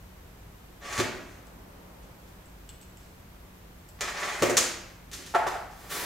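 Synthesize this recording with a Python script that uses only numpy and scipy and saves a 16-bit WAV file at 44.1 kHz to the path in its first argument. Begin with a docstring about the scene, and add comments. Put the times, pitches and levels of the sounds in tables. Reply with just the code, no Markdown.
"""A quiet, echoing workshop, heard in stereo from a few metres off, with ventilation rumble and microphone hiss.
A steel tool drawer rolls on its runners and bumps its stop, and the tools inside clank: shaped noise and ringing
modes. Small steel parts tick and a hollow object is set down with a bounce: short noise blows and short rings.
Something thin crackles, and a broad hiss starts at the end: gritty noise whose level rises and falls.
Everything but the background rings the room: direct sound, a clump of early echoes and a long tail."""
import sys
import numpy as np
from scipy import signal
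from scipy.fft import rfft, irfft
from scipy.io import wavfile
from scipy.ndimage import uniform_filter1d

SR = 44100
rng = np.random.default_rng(int(sys.argv[2]) if len(sys.argv) > 2 else 0)


def voltage_ratio(level):
    """Linear amplitude factor for a level in decibels (scalar or array-like)."""
    return 10 ** (np.asarray(level, float) / 20)


def transcribe(signal):
    """Save signal, clipped to [-1, 1], as a 16-bit WAV file at the path in sys.argv[1]."""
    frames = np.atleast_2d(signal).T
    limited = np.clip(frames, -1, 1)
    pcm = np.round(limited * 32767).astype(np.int16)
    wavfile.write(sys.argv[1], SR, pcm)


N = 266968
T = np.arange(N) / SR  # time [s]

# Source levels in the tables are before the room and the distance are applied.
# tone of small loose tools rattling: (frequency [Hz], relative level [dB])
LOOSE_TOOL_TONE = [(1500, -31), (3500, -21), (5200, -10.5), (6000, 0.5), (6700, 3.5), (7500, 0),
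                   (9000, -3.5), (12000, -12), (16000, -19)]


def unit(x):
    """Scales x to rms 1."""
    return x / np.sqrt(np.mean(x ** 2))


def over_hz(points, n):
    """Reads a (Hz, value) table at the bins of an n-sample spectrum, on a log frequency axis."""
    hz, value = np.transpose(points)
    bin_hz = np.arange(n // 2 + 1) * SR / n
    return np.interp(np.log(bin_hz + 1), np.log(hz), value)


def colour(x, tone):
    """Filters x to the (Hz, dB) shape and scales it to rms 1."""
    return unit(irfft(rfft(x) * voltage_ratio(over_hz(tone, len(x))), len(x)))


def grit(rough_db, share):
    """Noise with a share of its samples made louder by random amounts, like dense tiny collisions."""
    boost_db = rough_db * np.minimum(rng.exponential(size=N), 3)
    size = np.where(rng.random(N) < share, voltage_ratio(boost_db), 1)
    return rng.standard_normal(N) * size


def rise(s, attack_s):
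    """0 before s, then a smooth climb to 1 that takes attack_s."""
    return np.sin(np.pi / 2 * np.clip((T - s) / attack_s, 0, 1)) ** 2


def trails(times, dbs, t60, attack_s):
    """Envelope that climbs quickly at each time and falls 60 dB every t60 seconds; overlapping powers add."""
    power = 0
    for s, db in zip(times, dbs):
        fall_db = 60 * np.maximum(T - s, 0) / t60
        power = power + (rise(s, attack_s) * voltage_ratio(db - fall_db)) ** 2
    return np.sqrt(power)


def blows(times, dbs, spreads, tone, onset=0.15, count=4096):
    """Short blows: a click's smooth spectrum, smeared in time by many tiny contacts; scaled by estimated peak."""
    out, shape = np.zeros(N + count), voltage_ratio(over_hz(tone, count))
    for s, db, spread_s in zip(times, dbs, spreads):
        t = T[:count] / spread_s  # time in spreads; onset is in the same unit
        envelope = (1 - np.exp(-t / onset)) * np.exp(-t)
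        blow = rng.standard_normal(count)
        # alternate between the wanted envelope and the wanted spectrum
        for _ in range(4):
            phase = np.angle(rfft(blow * envelope))
            blow = irfft(shape * np.exp(1j * phase), count)
        blow = blow * np.exp(-np.maximum(t - 3, 0))
        peak = 2 * np.sqrt(np.sum(blow ** 2) / (spread_s * SR))
        out[int(s * SR):][:count] += voltage_ratio(db) * blow / peak
    return out[:N]


def strike(times, dbs, modes, contact_s, scatter_db):
    """Each blow rings the modes anew, with random shares and phases; its peak is scaled to the blow's dB."""
    out, t = np.zeros(N + SR), T[:SR // 2]
    hz, db, t60 = (column[:, None] for column in np.transpose(modes))
    for s, blow_db in zip(times, dbs):
        chance = rng.standard_normal((len(modes), 2))
        level = voltage_ratio(db + scatter_db * chance[:, :1])
        decay = np.exp(-np.log(1000) * t / t60)
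        ring = level * decay * np.sin(2 * np.pi * hz * t + chance[:, 1:])
        ring = ring.sum(0) * (1 - np.exp(-t / contact_s))
        out[int(s * SR):][:len(t)] += voltage_ratio(blow_db) * ring / np.abs(ring).max()
    return out[:N]


def air():
    """Steady rumble, a distant murmur of machines, hiss and fan hum; noise alike left and right in the bass."""
    # ventilation and microphone noise: (frequency [Hz], relative level [dB])
    air_tone = [(20, -15), (55, -2.5), (116, -8), (182, -13.5), (410, -19), (976, -23), (1860, -29.5),
                (2820, -33.5), (4540, -38), (7950, -39.5), (11200, -42.5), (11500, -35.5), (15800, -41),
                (16200, -60)]
    # how alike left and right are: (frequency [Hz], likeness [0-1])
    likeness = [(60, 0.99), (130, 1), (290, 0.65), (640, 0.25), (1400, 0), (7000, 0)]
    # fan hum: (frequency [Hz], rms level [dB])
    fan_tones = [(50, -58.5), (100, -74.5), (179, -61.5)]
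    # gains of three bands of the noise
    rumble_gain_db, murmur_gain_db, hiss_gain_db = -51.5, -49.5, -46.5
    swell_s, swell_width_s, swell_db = 1.72, 0.6, 4  # the murmur swells once

    alike, shape = over_hz(likeness, N), voltage_ratio(over_hz(air_tone, N))
    mid, side = rfft(rng.standard_normal((2, N))) * shape * np.sqrt([1 + alike, 1 - alike])
    pair = unit(irfft([mid + side, mid - side], N))
    below_250 = signal.sosfiltfilt(signal.butter(2, 250, fs=SR, output="sos"), pair)
    below_1500 = signal.sosfiltfilt(signal.butter(2, 1500, fs=SR, output="sos"), pair)
    rumble = voltage_ratio(rumble_gain_db) * below_250
    swell = swell_db * np.exp(-((T - swell_s) / swell_width_s) ** 2)
    murmur = voltage_ratio(murmur_gain_db + swell) * (below_1500 - below_250)
    mic_hiss = voltage_ratio(hiss_gain_db) * (pair - below_1500)
    # each hum tone's phase wanders slowly
    drift = uniform_filter1d(rng.standard_normal((len(fan_tones), N)), 4000).cumsum(1)
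    hum = 0
    for (hz, db), wander in zip(fan_tones, drift):
        hum = hum + voltage_ratio(db) * np.sqrt(2) * np.sin(2 * np.pi * hz * T + 0.0288 * wander)
    return rumble + murmur + mic_hiss + hum


def hiss():
    """A faint leak builds up, then a broad gritty hiss swells in and sags."""
    # (frequency [Hz], relative level [dB])
    hiss_tone = [(59, -42), (100, -21), (185, -6.5), (219, -16), (302, -5), (365, -12.5), (433, -7),
                 (950, -5.5), (1030, -7), (1480, -5), (3250, -11.5), (14100, -16), (16000, -15.5)]
    leak_start_s, leak_db = 5.66, -48
    start_s, attack_s, full_db, sag_db_per_s = 5.886, 0.031, -32, -23
    leak = rise(leak_start_s, start_s - leak_start_s) * voltage_ratio(leak_db)
    sag_db = sag_db_per_s * np.maximum(T - start_s, 0)
    full = rise(start_s, attack_s) * voltage_ratio(full_db + sag_db)
    return (leak + full) * colour(grit(2.3, 0.011), hiss_tone)


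def crackle():
    """Something thin is crumpled: each snap is a noise blow followed by gritty noise that dies away."""
    # loudest crackles and rustles: (time [s], peak level [dB], spread [s])
    snaps = [(2.02, -58, .03), (2.27, -54.5, 0.016), (2.99, -56, .03), (3.045, -56, .008),
             (5.114, -33.5, 0.0045), (5.129, -30, 0.013), (5.22, -44, 0.0041), (5.261, -35.5, 0.0081),
             (5.352, -35.5, 0.0054), (5.466, -32, 0.015), (5.7087, -46, 0.0056)]
    # (frequency [Hz], relative level [dB])
    crackle_tone = [(300, -10.5), (700, -18), (1500, -10.5), (2600, -9), (4500, -9.5), (6500, -8),
                    (9000, -14.5), (14500, -21), (16000, -30)]
    trail_db, trail_t60_s = -11, 0.53  # level over the snap, time to fall 60 dB
    s, db, spread_s = np.transpose(snaps)
    grains = trails(s, db + trail_db, trail_t60_s, 0.0074) * colour(grit(3.9, 0.019), crackle_tone)
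    return grains + blows(s, db, spread_s, crackle_tone)


def ticks():
    """Small steel parts touch: a high ring, a lower clink and a hard broad edge."""
    # (time [s], peak level of the high ring [dB], clink level over it [dB], edge level over it [dB])
    touches = [(1.4694, -56, -5, 3), (2.458, -51.5, -9, -15), (2.6914, -36.5, -7, -13),
               (2.8132, -46, -6, -6), (2.8294, -49, -2, -7), (2.9714, -47.5, -8, -6), (3.03, -57, -1, -4),
               (3.888, -53.5, -12, 5)]
    # high ring: (frequency [Hz], relative level [dB], time to fall 60 dB [s])
    high_modes = [(6650, -2, 0.0081), (7100, -10, .015), (7460, 0, 0.012), (7890, -5.5, 0.039),
                  (8150, -3, 0.022), (9320, -11, 0.01), (13400, -9, 0.015)]
    # lower clink: (frequency [Hz], relative level [dB], time to fall 60 dB [s])
    clink_modes = [(2600, -5, .01), (2850, 0, .012), (3472, -6, .01), (4300, -8, .01)]
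    # hard edge: (frequency [Hz], relative level [dB])
    edge_tone = [(1500, -26), (5000, 14), (14000, 6)]
    s, db, clink_db, edge_db = np.transpose(touches)
    ring = strike(s, db, high_modes, 0.0001, 2.0)
    clink = strike(s, db + clink_db, clink_modes, 0.00026, 1.8)
    edge = blows(s, db + edge_db, np.full(len(s), .003), edge_tone)
    return ring + clink + edge


def knocks():
    """A hollow object lands and bounces: a broad slap on the bench and a few short ringing modes."""
    # (time [s], peak level of the slap [dB], slap spread [s], ring level over it [dB])
    landings = [(5.339, -22, 0.0061, -1), (5.345, -9.5, 0.0097, -1), (5.463, -15.5, .01, -5.5),
                (5.547, -26.5, 0.0112, -17), (5.83, -40, 0.01, -3)]
    # (frequency [Hz], relative level [dB], time to fall 60 dB [s])
    hollow_modes = [(697, -4, 0.042), (706, -10, 0.082), (880, 5, 0.042), (1040, -24, 0.023),
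                    (1343, 7, 0.03), (1520, -16, 0.028)]
    # (frequency [Hz], relative level [dB])
    slap_tone = [(150, -27.5), (250, -22.5), (400, -12), (560, -12), (735, -0.5), (900, -9.5),
                 (1310, -11.5), (1700, -13.5), (2300, -20.5), (3650, -30.5), (11900, -45), (16000, -59)]
    s, db, spread_s, ring_db = np.transpose(landings)
    ring = strike(s, db + ring_db, hollow_modes, 0.0019, 1.3)
    return ring + blows(s, db, spread_s, slap_tone, onset=0.467)


def clanks():
    """Many tools jump at once, so their rings blur into one bright crash; small ones pull it to a high rattle."""
    # (time [s], peak level [dB], rattle spread [s], share of small loose tools [0-1])
    crashes = [(.925, -27, 0.015, 0.05), (0.978, -20.5, 0.0077, 0), (0.988, -21.5, 0.011, 0),
               (1.0, -15.5, 0.0059, 0.01), (4.008, -18.5, 0.0074, 0.19), (4.2, -38, 0.02, 0.8),
               (4.422, -17, 0.0093, 0.2), (4.496, -24, 0.013, 0.5), (4.568, -9, 0.021, 0.3)]
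    # heavy steel tools: (frequency [Hz], relative level [dB])
    heavy_tone = [(200, -14), (600, -3.5), (1400, 4), (2100, 2), (3000, -2), (4000, -3.5), (5100, -5),
                  (6000, -4), (6700, -2), (7600, -8), (9000, -12), (10600, -20), (13600, -20.5),
                  (16000, -28)]
    hz, heavy_db = np.transpose(heavy_tone)
    loose_hz, loose_db = np.transpose(LOOSE_TOOL_TONE)
    small_db = np.interp(np.log(hz), np.log(loose_hz), loose_db)
    out = 0
    for s, db, spread_s, share in crashes:
        tone_db = heavy_db + share * (small_db - heavy_db)
        out = out + blows([s], [db], [spread_s], np.transpose([hz, tone_db]), onset=0.031)
    return out


def drawer():
    """Rollers grind the runners and shake tools and panels; at the stop the panels boom and shudder."""
    # pushes: (start [s], getting up to speed [s], stop [s], runner level at start [dB], runner level at stop [dB])
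    pushes = [(0.801, 0.024, 0.97, -45.5, -32.5), (1.02, 0.03, 1.38, -51, -60),
              (4.003, 0.0087, 4.1, -34.5, -39), (4.1, 0.12, 4.474, -30.5, -41)]
    # rollers jolting over rough spots: (time [s], peak level [dB], spread [s])
    jolts = [(3.985, -42, 0.01), (4.016, -22, 0.0066), (4.075, -23, 0.0089), (4.165, -26.5, 0.014),
             (4.225, -22, 0.012), (4.295, -42, 0.0086)]
    # drawer and bench bumps:
    # (time [s], peak level [dB], rattle spread [s], panel ring over it [dB], deep boom over it [dB])
    bumps = [(0.977, -24.5, 0.014, -5.5, -16), (.986, -19.5, .012, 1, -9), (4.418, -10.5, 0.013, -9.5, -20),
             (4.494, -19, 0.012, -3.5, -18), (5.187, -45.5, 0.011, 7, -16)]
    # grinding runners: (frequency [Hz], relative level [dB])
    runner_tone = [(180, -51), (300, -53), (392, -17), (494, -12.5), (678, -3.5), (961, -7.5), (1030, -5.5),
                   (2000, -3.5), (3130, -13), (6520, -16.5), (11100, -58.5), (14500, -28), (16000, -64)]
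    # drawer panels: (frequency [Hz], relative level [dB])
    panel_tone = [(70, -45), (130, -17), (200, -7), (280, -5), (400, -1.5), (650, 0), (900, -10),
                  (1500, -11), (2500, -16.5), (5000, -32)]
    # panel ring: (frequency [Hz], relative level [dB], time to fall 60 dB [s])
    panel_modes = [(232, -1, 0.092), (268, 2.5, 0.142), (346, 5.5, 0.11), (371.3, -5.5, 0.21),
                   (402, -6, 0.13), (519, 6, 0.051)]
    # deep cabinet boom: (frequency [Hz], relative level [dB], time to fall 60 dB [s])
    cabinet_modes = [(110, -21, 0.072), (114, 8, 0.18), (135, 6, 0.12)]
    release_s, panel_db = 0.021, -9.5  # end of each push; panels over the runner
    loose_start_db, loose_stop_db = -14.5, -5.5  # over the runner: more tools shake loose as the push goes on
    uneven_db = 1.5  # rms waver of the grind
    # after a bump: level over the bump, time to fall 60 dB, runner and tools over the panels
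    shudder_db, shudder_t60_s, shudder_runner_db, shudder_loose_db = -14, 0.32, -7.5, -17

    runner, loose, panel = (colour(grit(1.6, 0.0057), tone)
                            for tone in (runner_tone, LOOSE_TOOL_TONE, panel_tone))
    waver = uniform_filter1d(uniform_filter1d(rng.standard_normal(N), size=600), size=600)
    bumpy = voltage_ratio(uneven_db * unit(waver))
    out = blows(*np.transpose(jolts), runner_tone, onset=0.47)
    for start, attack_s, stop, start_db, stop_db in pushes:
        loose_db = np.interp(T, [start, stop], [loose_start_db, loose_stop_db])
        level = voltage_ratio(np.interp(T, [start, stop], [start_db, stop_db]))
        moving = rise(start, attack_s) * (1 - rise(stop, release_s)) * level
        out = out + bumpy * moving * (runner + voltage_ratio(loose_db) * loose + voltage_ratio(panel_db) * panel)

    s, db, spread_s, ring_db, deep_db = np.transpose(bumps)
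    shudder = trails(s, db + shudder_db, shudder_t60_s, 0.015)
    out = out + shudder * (panel + voltage_ratio(shudder_runner_db) * runner + voltage_ratio(shudder_loose_db) * loose)
    thud = blows(s, db, spread_s, panel_tone, onset=0.303)
    ring = strike(s, db + ring_db, panel_modes, 0.00048, 2.1)
    boom = strike(s, db + deep_db, cabinet_modes, 0.0048, 1.5)
    return out + thud + ring + boom


def room(x):
    """Direct sound, dense echoes from near walls and benches, then the long tail; left and right differ."""
    # (frequency [Hz], time to fall 60 dB [s])
    room_t60 = [(60, 0.31), (250, 0.81), (1000, 0.7), (3000, 0.76), (8000, 0.49), (14000, 0.43)]
    early_db, early_s, late_db = 3.5, 0.019, 2.5  # echo energies are over the direct sound
    t = T[:SR]
    table_hz, table_t60 = np.transpose(room_t60)
    tail = 0
    # noise in octave bands, each with its own decay
    for hz in 45 * 2. 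** np.arange(9):
        band = signal.butter(2, [hz, min(2 * hz, .47 * SR)], "band", fs=SR, output="sos")
        t60 = np.interp(np.log(1.74 * hz), np.log(table_hz), table_t60)
        noise = signal.sosfilt(band, rng.standard_normal((2, SR)))
        tail = tail + noise * np.exp(-np.log(1000) * t / t60)
    tail = tail * (1 - np.exp(-t / 0.013))
    early = rng.standard_normal((2, SR)) * (t > .003) * np.exp(-(t / early_s) ** 4)
    echo = 0
    for db, part in ((early_db, early), (late_db, tail)):
        echo = echo + voltage_ratio(db) * part / np.sqrt(np.sum(part ** 2) / 2)
    # the close microphone ports hear much of the echo alike
    shared = 0.77 * echo.mean(0) * np.sqrt(2)
    differing = 0.35 * (echo[0] - echo[1]) / np.sqrt(2)
    echo = shared + differing * np.array([[1], [-1]])
    return x + signal.fftconvolve(x[None], echo, axes=1)[:, :N]


def scene():
    """Everything at the bench rings the room; the ticks are nearer and drier; the background is added as is."""
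    distance_db, tick_room_db = -6.5, 4.5
    near = ticks()
    far = hiss() + crackle() + knocks() + clanks() + drawer()
    bench = room(far + voltage_ratio(tick_room_db) * near) + near
    return voltage_ratio(distance_db) * bench + air()


def roll_off(x):
    """The treble ends steeply here."""
    return signal.sosfilt(signal.butter(12, 16660, fs=SR, output="sos"), x)


def record(dry):
    """Makes the highest treble the same in both channels and ends it sharply."""
    mono_hz, top_hz = 11300, 15850
    mid, side = (dry[0] + dry[1]) / 2, (dry[0] - dry[1]) / 2
    side = signal.sosfiltfilt(signal.butter(10, mono_hz, fs=SR, output="sos"), side)
    mid = signal.sosfiltfilt(signal.butter(30, top_hz, fs=SR, output="sos"), mid)
    return roll_off(np.array([mid + side, mid - side]))


dry = scene()
out = record(dry)
transcribe(out)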